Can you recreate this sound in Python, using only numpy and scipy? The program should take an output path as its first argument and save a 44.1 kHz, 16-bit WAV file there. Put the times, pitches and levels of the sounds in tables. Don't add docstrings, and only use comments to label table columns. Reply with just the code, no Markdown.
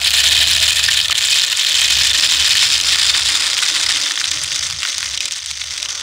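import sys
import numpy as np
from scipy import signal
from scipy.fft import rfft, irfft
from scipy.io import wavfile
from scipy.ndimage import uniform_filter1d, minimum_filter1d

SR = 44100
rng = np.random.default_rng(int(sys.argv[2]) if len(sys.argv) > 2 else 0)


def store_pcm(level_fs):
    pcm = np.round(np.clip(level_fs, -1, 1) * 32767).astype(np.int16)
    wavfile.write(sys.argv[1], SR, np.atleast_2d(pcm).T)


N = 265746


def gain_of(db):
    return 10 ** (np.asarray(db) / 20)


def evened(x):
    return x / np.sqrt(np.mean(x ** 2) + 1e-20)


def read(points, hz):
    point_hz, value = np.transpose(points)
    return np.interp(np.log(hz + 1), np.log(point_hz + 1), value)


def columns(rows):
    time_s, *rest = np.transpose(rows)
    return [np.interp(np.arange(N) / SR, time_s, column) for column in rest]


def coloured(points):
    spectrum = rfft(rng.standard_normal(N))
    level_db = read(points, np.fft.rfftfreq(N, 1 / SR))
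    return evened(irfft(spectrum * gain_of(level_db), N))


def resonate(x, hz, width):
    turn = np.exp(2j * np.pi * np.cumsum(hz * np.ones(len(x))) / SR)
    r = np.exp(-np.pi * width / SR)
    return 2 * (turn * signal.lfilter([1 - r], [1, -r], x / turn)).real


def drift(seconds):
    width = round(seconds * SR)
    return evened(uniform_filter1d(uniform_filter1d(rng.standard_normal(N), width), width))


# time_s, depth (0-1)
BED_DEPTH = [(0, 0), (1.5, 0.18), (2.5, 0.36), (3.5, 0.67), (4.5, .85), (6.03, 0.89)]


def bed_depth():
    return columns(BED_DEPTH)[0]


# time_s, level_db
STREAM_LEVEL = [(0, -22), (0.035, -20.5), (0.05, -11.5), (0.65, -13.5), (1.05, -16), (1.3, -13.5),
                (1.6, -16.5), (1.85, -13.5), (2.75, -12.5), (3.1, -12.5), (3.45, -18), (3.9, -15.5),
                (4.1, -20), (4.6, -21.5), (5.1, -23.5), (5.5, -26.5), (6.03, -25)]
# middle_s, length_s, depth_db
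STALLS = [(0.108, 0.041, -14), (0.214, 0.0076, -5), (0.742, 0.042, -8), (1.076, 0.048, -9.5),
          (1.137, 0.014, -17), (1.2, 0.014, -10), (1.472, 0.041, -6), (2.126, 0.01, -8.5),
          (2.281, 0.017, -9.5), (2.809, 0.094, -6), (2.972, 0.017, -6.5), (3.128, 0.033, -5.5),
          (3.856, 0.022, -3), (4.76, 0.046, -4), (4.963, 0.019, -6), (5.197, .02, -7), (5.3, 0.023, -3.5),
          (5.455, 0.014, -8)]


def flow_db():
    t = np.arange(N) / SR
    dips_db = sum(db * np.exp(-(2 * (t - s) / length) ** 2) for s, length, db in STALLS)
    return columns(STREAM_LEVEL)[0] + dips_db


# pitch_hz, level_db (per Hz)
BARE_COLOUR = [(410, -29), (700, -17.5), (777, -18), (1340, -16.5), (1760, -6.5), (2060, -6.5), (3160, 0.5),
               (4260, 2.5), (5740, -9), (6370, -8), (9040, -10.5), (10800, -18), (12800, -22.5),
               (15600, -35.5)]
# pitch_hz, level_db (per Hz)
BEDDED_COLOUR = [(410, -64), (700, -28), (1150, -17.5), (1490, -14.5), (1670, -13.5), (1830, -9),
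                 (2880, -7.5), (3550, -3), (4200, -1), (5740, -3), (8470, -14), (12300, -38.5),
                 (15600, -48)]
# pitch_hz, width_hz, bare_lift_db, bedded_lift_db
WALL_MODES = [(1456, 51, -1.5, 0), (1805, 170, 5.5, -4), (2518, 104, 3.5, -1.5), (3087, 370, 3.5, -0.5),
              (3546, 750, 3.5, 1), (3910, 160, -7, 5.5), (4000, 590, 3.5, -8), (4970, 400, -6.5, 1.5),
              (5220, 1200, 5, -6), (6260, 640, 3.5, -5.5), (7130, 2500, 1, -3.5), (15100, 1900, 16, -3)]
# pitch_hz, t60_s
RING_TIME = [(1000, 0.023), (2000, 0.051), (3500, 0.025), (7000, 0.013), (14000, 0.02)]
LENGTH, TICK_AT = 2048, 20


def strikes(bed, low_db, high_db, tick_db=14.0, spot_db=6.0):
    noise = rng.standard_normal((len(bed), LENGTH + len(WALL_MODES)))
    ring, spot = noise[:, :LENGTH], noise[:, LENGTH:]
    crack = ring[:, ::-1]
    band_hz, t, z = signal.stft(ring, SR, nperseg=64)
    decay = gain_of(-60 * t / read(RING_TIME, band_hz)[:, None])
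    ring = signal.istft(z * decay, SR, nperseg=64)[1][:, :LENGTH]
    n = np.arange(LENGTH)
    tick = crack * (n >= TICK_AT) * np.exp(-abs(n - TICK_AT) / (0.00045 * SR))
    ring = ring * np.minimum(n / 27.0, 1) + gain_of(tick_db) * tick

    hz = np.abs(np.fft.fftfreq(2 * LENGTH, 1 / SR))
    bed = np.clip(bed, 0, 1)[:, None]
    db = (1 - bed) * read(BARE_COLOUR, hz) + bed * read(BEDDED_COLOUR, hz)
    thud_band = 1 / (1 + (hz / 1850) ** 6 + (1020 / (hz + 1)) ** 6)
    bright_band = 1 / (1 + (6500 / (hz + 1)) ** 6 + (hz / 13000) ** 3)
    db = db + low_db[:, None] * thud_band + high_db[:, None] * bright_band
    for (mode_hz, width, bare_db, bed_db), luck in zip(WALL_MODES, spot.T):
        lift_db = (1 - bed) * bare_db + bed * bed_db + spot_db * luck[:, None]
        db = db + lift_db / (1 + (2 * (hz - mode_hz) / width) ** 2)
    log_gain = signal.hilbert(np.maximum(db, -100) * np.log(10) / 20)
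    spectrum = np.fft.fft(ring, 2 * LENGTH) * np.exp(np.conj(log_gain))
    sound = np.fft.ifft(spectrum).real[:, :LENGTH]
    return sound / abs(sound).max(1, keepdims=True)


SEEDS_PER_S, CLUMPING = 420, 0.6
SIZE_SPREAD_DB, PATTER_DB = 1.5, -6


def stream(count=32):
    clumps = evened(uniform_filter1d(uniform_filter1d(rng.standard_normal(N), 250), 250))
    falls = rng.random(N) < SEEDS_PER_S * np.exp(CLUMPING * clumps) / SR
    size_db = SIZE_SPREAD_DB * np.minimum(rng.exponential(1, N), 2.6)
    size = falls * gain_of(size_db) * rng.choice([-1, 1], N)
    patter = rng.standard_normal(N) * (rng.random(N) < 0.15)
    size = evened(size) + gain_of(PATTER_DB) * evened(patter)

    pick = np.round(count * abs(bed_depth() + 0.16 * rng.standard_normal(N)))
    pick = np.clip(pick, 0, count - 1)
    low, high = rng.standard_normal((count, 2)).T
    bank = strikes(np.arange(count) / (count - 1), 2.6 * low, 3.6 * high)
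    bank = bank / np.linalg.norm(bank, axis=1, keepdims=True)
    out = sum(signal.oaconvolve(size * (pick == k), strike)[:N] for k, strike in enumerate(bank))
    return gain_of(flow_db()) * evened(out)


def rustle(seeds):
    busy = np.sqrt(abs(uniform_filter1d(seeds ** 2, size=130)))
    flicker = gain_of(-26.0 + 2.6 * drift(0.007))
    hiss = coloured([(3000, -5), (7000, -24), (11000, -18), (13000, -10), (15000, 0.0)])
    return flicker * busy * hiss


# pitch_hz, level_db (per Hz)
YARD_COLOUR = [(88, -42), (150, -20), (210, -24), (292, -38), (429, -3.5), (567, 0), (655, -6), (1500, 8.5),
               (1950, -49), (3300, -120)]
# time_s, level_db
YARD_SWELL = [(0, -39.5), (0.45, -41), (1.2, -43), (3.1, -37.5), (3.9, -36.5), (4.5, -45), (5.25, -51),
              (5.5, -59), (5.75, -48), (6.03, -39)]


def yard():
    return gain_of(columns(YARD_SWELL)[0]) * coloured(YARD_COLOUR)


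# time_s, pitch_hz, tone_db, rumble_db
FAR_DRONE = [(0, 73.7, -42, -46), (0.47, 75.2, -35, -40), (1.14, 76.3, -45, -42), (1.27, 77.1, -56, -49),
             (1.66, 77.8, -67, -54), (1.76, 71.1, -46, -50), (2.01, 68.8, -35, -40),
             (2.18, 70, -47.5, -45.5), (2.7, 74.4, -48.5, -42), (3.3, 71.8, -46.5, -48.5),
             (3.6, 70.6, -64, -51), (3.94, 78, -45.5, -49), (4.13, 80, -75, -62), (4.28, 80, -49, -45.5),
             (4.77, 74.9, -50.5, -41), (4.86, 72.6, -61, -65), (5.0, 71.5, -43.5, -46),
             (5.36, 70.2, -60, -56), (5.5, 69.8, -46.5, -51), (6.03, 73, -57, -55)]
# pitch_hz, level_db (per Hz)
RUMBLE_COLOUR = [(15, -47), (25, -11), (40, -5), (59, -0.5), (75, 6), (123, 4), (165, -4), (195, -16),
                 (260, -26), (340, -39), (570, -120)]
DRONE_WAVER_DB, DRONE_WAVER_HZ = 4.0, 2.77
OCTAVE_DB = -18


def drone():
    hz, tone_db, rumble_db = columns(FAR_DRONE)
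    faint = np.clip((-39.0 - tone_db) / 8.2, 0, 1)
    turn = 2 * np.pi * np.cumsum(hz + faint * DRONE_WAVER_HZ * drift(0.071)) / SR
    tone = np.sqrt(2) * (np.sin(turn) + gain_of(OCTAVE_DB) * np.sin(2 * turn))
    tone_gain = gain_of(tone_db + faint * DRONE_WAVER_DB * drift(0.05))
    return tone_gain * tone + gain_of(rumble_db) * coloured(RUMBLE_COLOUR)


# time_s, neck_db, overtone_db
AIR_LEVEL = [(0, -73, -45.5), (0.35, -48.5, -42.5), (1.05, -63, -53.5), (2.2, -50, -51), (3.15, -49, -56),
             (4.4, -47.5, -50.5), (4.6, -60.5, -56), (5.25, -55.5, -55.5), (5.5, -77, -67), (5.8, -57, -54),
             (6.03, -54, -60)]
# time_s, pitch_hz
OVERTONE_PITCH = [(0, 693), (1.5, 594), (3, 580), (6.03, 575.3)]
NECK_HZ, NECK_WIDTH, OVERTONE_WIDTH = 304, 42, 82
AIR_PUFFS_DB = 2


def bottle_air():
    neck_db, over_db = columns(AIR_LEVEL)
    over_hz = columns(OVERTONE_PITCH)[0]
    neck = resonate(rng.standard_normal(N), NECK_HZ, NECK_WIDTH)
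    neck = resonate(neck, NECK_HZ, 3 * NECK_WIDTH)
    over = resonate(rng.standard_normal(N), over_hz, OVERTONE_WIDTH)
    over = resonate(over, over_hz, 3 * OVERTONE_WIDTH)
    tones = gain_of(neck_db) * evened(neck) + gain_of(over_db) * evened(over)
    return gain_of(AIR_PUFFS_DB * drift(0.086)) * tones


# tick_s, peak_db, extra_thud_db, extra_brightness_db
CLEAREST_SEEDS = [(0.0458, 2, 7, 6), (0.075, 15, -18, 2), (0.1062, 10.5, -11, -2), (0.116, 2, -12, -2),
                  (0.1358, 3, -16, 6), (0.1496, 5, -14, 3), (0.2017, -12, -5, 0.1), (0.2783, 4, 6, -4),
                  (0.3578, 7, 3, 0.1), (0.4408, 5, -6, -7), (0.649, -12, 0.1, 0.1), (0.7307, 10, -2, 9),
                  (0.7591, -3, 0.1, 10), (0.7687, 16, -3, 13), (0.7941, -1, 12, -4), (0.846, 6, 7, -2),
                  (0.8849, 12, 14, 0.1), (0.9131, -2, 7, 2), (0.9592, -6, -4, -3), (0.9926, -2, -4, -4),
                  (1.001, 5, 4, 0.1), (1.058, 4, 0.1, 0.1), (1.083, 4, -9, -7), (1.109, -4, 0.1, -7),
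                  (1.1198, 10, 8, -8), (1.1555, -6, 5, 14), (1.183, 15, -6, 19), (1.2094, 0, 5, 3),
                  (1.2404, 4, 5, 0.1), (1.2875, -9, 0.1, 0.1), (1.3015, -5, 2, -5), (1.3299, -14, 0.1, -2),
                  (1.3448, 0, -11, 19), (1.419, 0, 0.1, 5), (1.4636, -7, 3, 9), (1.488, -8, 0.1, 0.1),
                  (1.508, -10, 0.1, 0.1), (1.5266, 15, -3, 0.1), (1.5724, 11, 0.1, 12), (1.599, 3, -2, 0.1),
                  (1.621, -11, -12, -6), (1.6492, -21, -4, -3), (1.6675, 9, -10, 3), (1.697, 7, 3, 7),
                  (1.728, -11, -10, 4), (1.7433, 1, -2, 0.1), (1.7515, 6, 0.1, 0.1), (1.816, 10, 0.1, 0.1),
                  (1.843, 15, -8, 0.1), (1.9096, 6, -4, 3), (1.9689, 0, -6, 0.1), (1.9984, -16, 2, 0.1),
                  (2.0105, 6, 2, -6), (2.0358, -5, 14, -7), (2.055, 4, 6, -6), (2.0635, 7, 0.1, -4),
                  (2.1323, -3, 0.1, -4), (2.146, 7, 19, -14), (2.2341, 8, 12, -10), (2.292, 4, 2, -13),
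                  (2.314, -5, 0.1, 0.1), (2.4144, 4, -10, 3), (2.4452, 5, -2, 3), (2.4937, 3, -7, 8),
                  (2.5127, 16, -6, 0.1), (2.553, 5, 0.1, 0.1), (2.595, 2, -6, 0.1), (2.7097, -3, -6, 3),
                  (2.7549, 3, -10, 0.1), (2.801, 4, -11, 5), (2.812, 5, -9, 9), (2.8374, 3, -7, 0.1),
                  (2.8917, -14, -4, 3), (2.9866, 3, 3, 5), (3.1486, 0, 23, -11), (3.219, -9, 0.1, 2),
                  (3.261, 12, 0.1, 24), (3.333, -10, 0.1, 11), (3.422, -16, -3, 6), (3.4615, 3.5, 2, 8),
                  (3.6247, 10, 12, 0.1), (3.663, -4, 13, -3), (3.689, -7, 3, 4), (3.7628, 7, 12, -5),
                  (3.863, 11, 7, 4), (3.9604, -11, 10, -4), (3.982, -19, 0.1, 0.1), (4.0028, -20, -7, 0.1),
                  (4.0223, -21, -4, -9), (4.0447, -10, 8, -12), (4.0642, -6, 13, -12), (4.1096, -6, 12, 2),
                  (4.1756, -2.5, 15, -12), (4.2138, -3.5, 17, -8), (4.2419, 5, 2, 3), (4.278, -12, 0.1, -7),
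                  (4.314, 14, -4, 13), (4.373, -4, 4, -4), (4.437, -2, -8, 21), (4.5077, -12, 5, -5),
                  (4.5188, -4.5, -1, -7), (4.5456, -7, 6, -4), (4.559, 10, -12, 12), (4.6718, -16, -15, 7),
                  (4.7007, -8, 0.1, 0.1), (4.8309, 10.5, 7, 6), (4.851, 0, 5, -7), (4.8726, -6, 0.1, 0.1),
                  (4.8862, -5, -13, 7), (4.9282, -5.5, 14, 0.1), (4.9816, -1, -2, 10), (5.029, 1, 17, 8),
                  (5.1457, -8, -11, 6), (5.1754, 9, -13, -4), (5.2058, 5, -19, 2), (5.2322, -16, 4, 0.1),
                  (5.2559, 7, -24, 11), (5.31, -6, -5, 6), (5.3221, 4, -26, 5), (5.461, -3.5, -11, 21),
                  (5.5127, -2.5, -13, 2), (5.6, -15, -4, -18), (5.616, -7, -6, -27),
                  (5.6376, -13.5, -9, -2), (5.672, -19, -7, 0.1), (5.7083, -7, -19, -8),
                  (5.8284, 3, -24, 0.1), (5.8586, -7, 0.1, -6), (5.913, -17, -9, -14),
                  (5.9535, -7, 0.1, 0.1)]
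LARGE_DB, LARGE_SCATTER_DB, THUD_SCATTER_DB, BRIGHT_SCATTER_DB = 13.5, 3.5, 4, 3.5


def clear_seeds(count=90):
    tick_s, peak_db, low_db, high_db = np.transpose(CLEAREST_SEEDS)
    when = rng.integers(0, N, count)
    size, low, high = rng.standard_normal((count, 3)).T
    at = np.append(np.round(tick_s * SR).astype(int) - TICK_AT, when)
    chance_db = flow_db()[when] + LARGE_DB + LARGE_SCATTER_DB * np.minimum(size, 1)
    peak_db = np.append(peak_db, chance_db)
    low_db = np.append(low_db, THUD_SCATTER_DB * low)
    high_db = np.append(high_db, BRIGHT_SCATTER_DB * high)
    sounds = strikes(bed_depth()[at], low_db, high_db, tick_db=16.5, spot_db=3.5)
    sounds = sounds * gain_of(peak_db)[:, None]
    out = np.zeros(N + LENGTH)
    np.add.at(out, at[:, None] + np.arange(LENGTH), sounds)
    return out[:N]


KNOCK_S = 1.0988
# pitch_hz, level_db, t60_s
KNOCK_MODES = [(1270, -8, 0.012), (645, -31, .014)]


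def knock():
    t = np.maximum(np.arange(N) / SR - KNOCK_S, 0)
    rise = 1 - np.exp(-t / 0.00031)
    modes = sum(gain_of(db - 60 * t / t60) * np.sin(2 * np.pi * hz * t) for hz, db, t60 in KNOCK_MODES)
    return rise * modes


def scene():
    seeds = stream() + clear_seeds()
    seeds = seeds + knock() + rustle(seeds)
    return (seeds + bottle_air() + drone() + yard())[None]


CEILING_DB, EDGE_HZ = -1.1, 15780
LOPSIDED, KNEE = 0.56, 0.58


def record(dry):
    room_db = np.minimum(CEILING_DB - 20 * np.log10(abs(dry) + 1e-9), 0)
    turn_down_db = uniform_filter1d(minimum_filter1d(room_db, size=81), size=41)
    limited = dry * gain_of(turn_down_db)
    thump = uniform_filter1d(np.maximum(limited - KNEE, 0), size=40)
    limited = limited - LOPSIDED * (thump - uniform_filter1d(thump, size=300))
    band = signal.firwin(1023, EDGE_HZ, window=("kaiser", 9), fs=SR)
    return signal.oaconvolve(limited, band[None], "same")


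dry = scene()
out = record(dry)
store_pcm(out)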